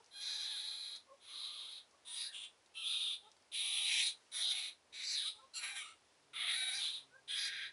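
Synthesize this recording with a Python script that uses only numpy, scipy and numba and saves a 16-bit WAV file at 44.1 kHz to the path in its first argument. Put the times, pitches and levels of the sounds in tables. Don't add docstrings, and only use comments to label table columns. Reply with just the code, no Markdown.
import sys
import numpy as np
from scipy import signal
from scipy.fft import rfft, irfft
from scipy.io import wavfile
from scipy.ndimage import uniform_filter1d
from numba import njit

SR = 44100
rng = np.random.default_rng(int(sys.argv[2]) if len(sys.argv) > 2 else 0)


def output_pcm(signal):
    pcm = np.clip(np.atleast_2d(signal).T, -1, 1) * 32767
    wavfile.write(sys.argv[1], SR, np.round(pcm).astype(np.int16))


def natural_amplitude(level_db):
    exponent = np.asarray(level_db, float) / 20
    return 10 ** exponent


N = 340452
T = np.arange(N) / SR

# (onset t/s, release t/s, early level/dB, late level/dB)
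PUSHES = [(0.11, 0.239, -56, -44.5), (0.223, 0.504, -45, -46), (.475, 0.966, -43.5, -51.5),
          (1.201, 1.361, -64.5, -49), (1.343, 1.783, -48, -51.5), (2.049, 2.188, -53.5, -45.5),
          (2.18, 2.271, -44, -50), (2.317, 2.451, -49.5, -49.5), (2.742, 2.885, -46, -40.5),
          (2.862, 3.141, -41, -45), (3.518, 3.896, -43, -40), (3.888, 4.04, -40.5, -38),
          (4.036, 4.089, -34.5, -42), (4.317, 4.459, -46, -36.5), (4.442, 4.519, -37, -36),
          (4.528, 4.687, -42, -49), (4.924, 5.048, -51, -46.5), (5.052, 5.2, -45, -40),
          (5.166, 5.284, -44, -40.5), (5.537, 5.59, -49.5, -52.5), (5.604, 5.737, -49.5, -56.5),
          (5.733, 5.821, -50, -55), (5.814, 5.924, -60, -70), (6.333, 6.518, -46.5, -39.5),
          (6.504, 6.754, -41.5, -45.5), (6.742, 6.827, -44.5, -39), (6.803, 6.997, -37.5, -53),
          (7.278, 7.394, -41.5, -40.5), (7.376, 7.485, -41.5, -42.5), (7.491, 7.667, -49, -51.5)]


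def squeals(pulses, air, rough):
    # (mouth f/Hz, throat f/Hz, tongue f/Hz, teeth f/Hz)
    postures = [(3710, 2040, 6300, 10700), (3950, 2150, 5730, 10450), (3867, 2100, 6300, 10400),
                (3660, 2500, 5800, 10350), (3795, 2440, 6000, 10200), (3560, 2280, 5900, 9600),
                (4000, 2380, 4100, 10100), (3280, 2570, 6900, 9100), (3100, 3420, 5850, 9950),
                (3680, 3020, 6000, 9850), (3670, 2670, 6000, 9980), (3770, 2530, 6200, 9830),
                (3860, 2400, 6200, 9370), (3720, 1890, 6050, 9960), (3810, 1900, 5300, 9800),
                (3800, 2430, 6330, 10250), (3890, 2200, 6300, 9750), (4280, 2200, 6270, 10300),
                (3750, 2400, 4900, 9580), (4400, 2830, 7100, 10440), (3960, 2170, 6700, 10500),
                (3700, 2000, 6700, 10100), (3850, 2530, 6600, 9400), (3570, 2180, 5900, 10060),
                (3750, 2030, 6350, 10030), (3960, 1950, 5250, 9900), (3660, 2500, 6250, 9850),
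                (3420, 1870, 5300, 9440), (3780, 1950, 4800, 10470), (3640, 1840, 5000, 10050)]
    # (throat level/dB, palate level/dB, teeth level/dB, chest level/dB)
    openings = [(-12.5, -14, -9.5, -47), (-13.5, -7, -14, -42), (-16.5, -17.5, -12.5, -44.5),
                (-8.5, -12, -6.5, -39), (-19.5, -20, -13.5, -44), (-15, -11.5, -1.5, -43),
                (-12, -4.5, -4.5, -43.5), (-13.5, -16, -10, -44.5), (-7, -23.5, -14.5, -53),
                (-10.5, -19.5, -11.5, -46), (-5.5, -12.5, -5, -51), (1.5, -4, -7, -48),
                (-13.5, -11.5, -9, -50), (-10, -8.5, -3.5, -42), (-27, -13, -15.5, -46),
                (-6.5, -12.5, -8.5, -44), (-4, -8, -15.5, -47), (-8.5, 0, -13.5, -46),
                (-18, -14, -11, -50.5), (-5, 0.5, 1.5, -45), (6, -5.5, -1, -30.5), (3, -4, -1.5, -33.5),
                (5.5, -3, -1, -39), (-2.5, -23, -11, -39.5), (-2, -15.5, -5.5, -45.5), (-0.5, 2, -4, -41),
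                (-17.5, -17.5, -14, -43.5), (-10.5, -17, -13, -50), (-5.5, -2, -8.5, -45),
                (3.5, -10.5, -17.5, -68)]
    # (f/Hz, width/Hz, level/dB)
    palate_modes = [(4740, 710, 6.5), (5723, 1030, 2.5), (7510, 670, 1.5)]
    # (share of the teeth f, width/Hz, level/dB)
    teeth_modes = [(0.882, 820, -5), (1.002, 1510, 4)]
    glide_s, lead_s = .055, 0.0087

    source = np.sqrt(1 - rough ** 3) * pulses + rough ** 1.5 * air
    effort_db = effort()
    onsets = np.array(PUSHES)[:, 0] - lead_s
    throat_db, palate_db, teeth_db, chest_db = held(onsets, openings, glide_s)
    mouth_hz, throat_hz, tongue_hz, teeth_hz = held(onsets, postures, glide_s)

    teeth_hz = teeth_hz + 20.5 * uniform_filter1d(np.clip(effort_db + 46, -25, 10), size=2000)
    mouth_hz = mouth_hz * (1 + 0.017 * walk(18))

    mouth = cavity(source, mouth_hz, 1260, count=3)
    throat = cavity(source, throat_hz, 1560, count=3)
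    voice = mouth - natural_amplitude(throat_db) * throat
    throat_edge = signal.butter(N=6, Wn=1390, btype="high", fs=SR, output="sos")
    voice = signal.sosfilt(throat_edge, voice)
    voice -= band_pass(voice, 0.57 * throat_hz, 684.)

    favour = np.array([natural_amplitude(db) * np.exp(-((hz - tongue_hz) / 1500) ** 2) for hz, width, db in palate_modes])
    favour /= np.sqrt(np.sum(favour ** 2, axis=0))
    palate = np.zeros(N)
    for gain, (hz, width, db) in zip(favour, palate_modes):
        own_air = np.roll(air, int(hz))
        palate += gain * cavity(own_air + 2.4 * source, hz, width)
    voice += natural_amplitude(palate_db) * palate

    teeth = sum(natural_amplitude(db) * cavity(air, share * teeth_hz, width) for share, width, db in teeth_modes)
    voice += natural_amplitude(teeth_db) * level(teeth, 0)

    chest_gain = natural_amplitude(-.4 * np.maximum(effort_db, -75) + chest_db)
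    voice += chest_gain * cavity(air, 1265, 1100)
    loudness = natural_amplitude(effort_db + .6 * walk(50))
    return voice * uniform_filter1d(loudness, int(.006 * SR))


def folds():
    # (start t/s, flap rate f/Hz, roughness 0-1)
    registers = np.array([(0, 812, .5), (.14, 812, .28), (.205, 828, .68), (1.1, 1070, .86),
                          (1.95, 930, .74), (2.31, 700, .75), (2.6, 1345, .62), (2.84, 1200, .78),
                          (3.4, 780, .85), (4.25, 730, .8), (4.85, 750, .78), (5.49, 1400, .74),
                          (5.6, 792, .62), (5.8, 730, .58), (6.1, 710, .78), (6.56, 770, .52),
                          (6.8, 785, .9), (7.1, 810, .76)])
    hz, rough = held(registers[:, 0], registers[:, 1:], glide_s=.012)
    hz = hz * (1 + .008 * walk(40))
    chance = rng.standard_normal((N // 8, 2))
    pulses, phase = flap(hz, rough, chance, .065, .13)
    sway = np.sin(2 * np.pi * np.cumsum(hz * (.36 + .02 * walk(12))) / SR)
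    pulses = pulses * (1 + .9 * rough * sway)
    air = np.exp(-phase / 0.85) * rng.standard_normal(N)
    return level(pulses - pulses.mean(), 0), level(air, 0), rough


@njit
def flap(hz, rough, chance, stretch, scatter):
    pulses, phase = np.zeros(len(hz) + 1), np.empty(len(hz))
    p, cycle = 0., 0
    for i in range(len(hz)):
        step = hz[i] * np.exp(stretch * rough[i] * chance[cycle, 0]) / SR
        p += step
        if p >= 1:
            p, cycle = p - 1, cycle + 1
            size = np.exp(scatter * rough[i] * chance[cycle, 1])
            pulses[i] += size * p / step
            pulses[i + 1] += size * (1 - p / step)
        phase[i] = p
    return pulses[:-1], phase


def effort():
    # (onset t/s, release t/s, early level/dB, late level/dB)
    wheezes = [
        (3.153, 3.285, -68, -72),
        (5.322, 5.439, -63, -73),
    ]
    attack_s, attack_db, release_db_per_s = 0.032, 11, 428
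    out = np.full(N, -120.)
    for onset, release, early_db, late_db in PUSHES + wheezes:
        db = np.interp(T, [onset, onset + attack_s, release], [early_db - attack_db, early_db, late_db])
        db -= release_db_per_s * np.clip(T - release, 0, None)
        out = np.where(T > onset, np.maximum(out, db), out)
    return out


def locked_tones(rough):
    # (start t/s, length/s, first f/Hz, last f/Hz, level/dB)
    tones = [(0.143, 0.51, 1600, 1700, -63.5), (.15, 0.69, 815, 860, -74), (1.28, 0.41, 1120, 1153, -69),
             (2.052, 0.18, 1010, 954, -72.5), (2.24, .12, 1560, 1680, -63.5), (2.752, .39, 2626, 2640, -59),
             (2.75, 0.37, 1313, 1314, -69), (3.6, 0.29, 1172, 1245, -68), (3.61, .47, 780, 890, -68),
             (4.38, 0.26, 690, 780, -67.5), (4.44, 0.12, 1490, 1540, -64.5),
             (5.125, 0.14, 1800, 1604, -60.5), (5.243, 0.05, 1245, 1260, -61.5),
             (5.539, 0.13, 1380, 1474, -62.5), (5.622, 0.12, 1565, 1592, -63),
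             (5.642, 0.13, 785, 775, -66.5), (5.792, 0.14, 1230, 1320, -61.5),
             (6.332, 0.23, 1270, 1265, -60), (6.4, 0.44, 707, 803, -65), (6.526, 0.37, 1460, 1600, -64.5),
             (6.6, .2, 2250, 2330, -73), (7.65, 0.066, 1676, 1883, -62), (5.035, .075, 4760, 4720, -47)]
    calls = []
    for s, length, first_hz, last_hz, db in tones:
        times = (s, s + length / 2, s + length)
        pitches = (first_hz, (first_hz + last_hz) / 2, last_hz)
        calls.append(arch(times, pitches, [db], fade_db=5))
    return partials(calls, 0.071 * rough, 180, 1.5)


def in_breath_peeps():
    # (peak t/s, f/Hz, partial 1 level/dB, partial 2 level/dB, partial 3 level/dB)
    peeps = [
        (0.005, 456, -68, -67, -76),
        (1.126, 564, -58.5, -58.5, -95),
        (1.948, 551, -80, -72, -96),
        (3.27, 430, -72, -65.5, -73),
        (5.39, 436, -73.5, -70, -66.5),
        (5.443, 538, -67, -62.5, -80),
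        (7.162, 519.5, -68.5, -76, -59.5),
    ]
    rise_s, fall_s, scoop = .06, 0.033, .93
    calls = []
    for s, hz, *dbs in peeps:
        calls.append(arch((s - rise_s, s, s + fall_s), (scoop * hz, hz, hz), dbs, fade_db=19))
    return partials(calls, 0.023, 120, 2.25)


def camera_port(x):
    # (f/Hz, width/Hz, level/dB)
    port = [(3375, 61, -20), (4016, 82, -6)]
    return x + sum(natural_amplitude(db) * band_pass(x, np.full(N, 1. * hz), 1. * width) for hz, width, db in port)


def leaves():
    # (t/s, peak level/dB, colour f/Hz)
    ticks = [(0.043, -54, 5250), (0.0608, -54, 5570), (0.96, -44.5, 4710), (1.9107, -62, 5370),
             (2.6607, -57.5, 4720), (3.316, -51, 4760), (3.366, -57.5, 4800), (3.4236, -60.5, 5150),
             (4.085, -34, 4000), (7.453, -34, 5000), (7.475, -34.5, 4900)]
    out, t = np.zeros(N + 2000), np.arange(2000) / SR
    for s, db, hz in ticks:
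        crackle = rng.standard_normal(len(t)) * np.exp(-t / 0.0033)
        burst = band_pass(crackle, np.full(len(t), 1. * hz), 2000.0)
        out[int(s * SR):][:len(t)] += natural_amplitude(db) * burst / np.abs(burst).max()
    return out[:N]


def echoes(x, t60_s, db):
    t = np.arange(8000) / SR
    fade = np.exp(-np.log(1000) * t / t60_s)
    tail = rng.standard_normal(len(t)) * fade * (t > .003)
    tail /= np.sqrt(np.sum(tail ** 2))
    return x + natural_amplitude(db) * signal.fftconvolve(x, tail)[:N]


def cat_growl():
    growl_db = (-83.5, -89, -85)
    start_s, swell_s, start_hz, end_hz = 6.17, 0.103, 143, 132
    growl = [(start_s, start_hz, *(np.array(growl_db) - 9)),
             (start_s + swell_s, start_hz, *growl_db),
             (N / SR, end_hz, *growl_db)]
    return partials([growl], .012, 20, 1.8)


def yard():
    # (f/Hz, level/dB)
    curve = np.array([(20, -21), (50, -20), (65, -10), (85, -5.5), (105, -8.5), (150, -13), (260, -7),
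                      (420, -4), (900, -4), (1300, -8), (1900, -9), (5500, -11.5), (7000, -16),
                      (11100, -17)])
    hz = np.arange(N // 2 + 1) * SR / N + 1
    colour = natural_amplitude(np.interp(np.log(hz), np.log(curve[:, 0]), curve[:, 1]))
    low = 1 / (1 + (hz / 900) ** 2)
    hum = irfft(rfft(rng.standard_normal(N)) * colour * np.sqrt(low), N)
    hiss = irfft(rfft(rng.standard_normal(N)) * colour * np.sqrt(1 - low), N)
    return level(hum * natural_amplitude(0.68 * walk(12.0)) + hiss * natural_amplitude(1.0 * walk(4)), -70.5)


def partials(calls, waver, rate, flutter_db):
    out, drift = np.zeros(N), 1 + waver * walk(rate)
    flutter = [flutter_db * walk(rate) for _ in range(3)]
    for call in calls:
        span = slice(int(call[0][0] * SR), int(call[-1][0] * SR))
        s, *columns = np.transpose(call)
        hz, *dbs = (np.interp(T[span], s, c) for c in columns)
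        turn = 2 * np.pi * np.cumsum(hz * drift[span]) / SR
        tone = sum(natural_amplitude(db + flutter[k][span]) * np.sin((k + 1) * turn) for k, db in enumerate(dbs))
        out[span] += np.sqrt(2) * tone * gate(s[0], s[-1], 0.0027)[span]
    return out


def arch(s, hz, dbs, fade_db):
    return [(max(t, 0), f, *(np.array(dbs) - g)) for t, f, g in zip(s, hz, (fade_db, 0, fade_db))]


def gate(t0, t1, edge):
    return np.clip(np.minimum(T - t0, t1 - T) / edge, 0, 1)


def held(s, rows, glide_s):
    steps = np.array(rows, float)[np.clip(np.searchsorted(s, T) - 1, 0, None)]
    return uniform_filter1d(steps, int(glide_s * SR), axis=0).T


def cavity(x, hz, width_hz, count=2):
    hz = np.clip(hz + np.zeros(N), 100, SR / 3)
    for _ in range(count):
        x = band_pass(x, hz, 1. * width_hz)
    return level(x, 0) * natural_amplitude(.5 * walk(35))


@njit
def band_pass(x, hz, width):
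    y, band, low = np.empty(len(x)), 0., 0.
    for i in range(len(x)):
        g, k = np.tan(np.pi * hz[i] / SR), width / hz[i]
        v = (band + g * (x[i] - low)) / (1 + g * (g + k))
        band, low, y[i] = 2 * v - band, low + 2 * g * v, k * v
    return y


def walk(rate):
    k = int(SR / rate)
    steps = np.repeat(rng.standard_normal(N // k + 1), k)
    return 1.4 * uniform_filter1d(uniform_filter1d(steps, k), k)[:N]


def level(x, db):
    return x * natural_amplitude(db) / np.sqrt(np.mean(x ** 2))


def scene():
    pulses, air, rough = folds()
    rat = squeals(pulses, air, rough) + in_breath_peeps() + locked_tones(rough)
    rat = camera_port(rat)
    mono = echoes(rat + leaves(), 0.15, -5.5) + cat_growl() + yard()
    return np.array([mono, mono])


def band_limit(x):
    return signal.sosfilt(signal.butter(12, 11330, fs=SR, output="sos"), x)


def record(dry):
    top_cut = signal.ellip(12, .3, 75, 11020, fs=SR, output="sos")
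    return band_limit(signal.sosfilt(top_cut, dry))


dry = scene()
out = record(dry)
output_pcm(out)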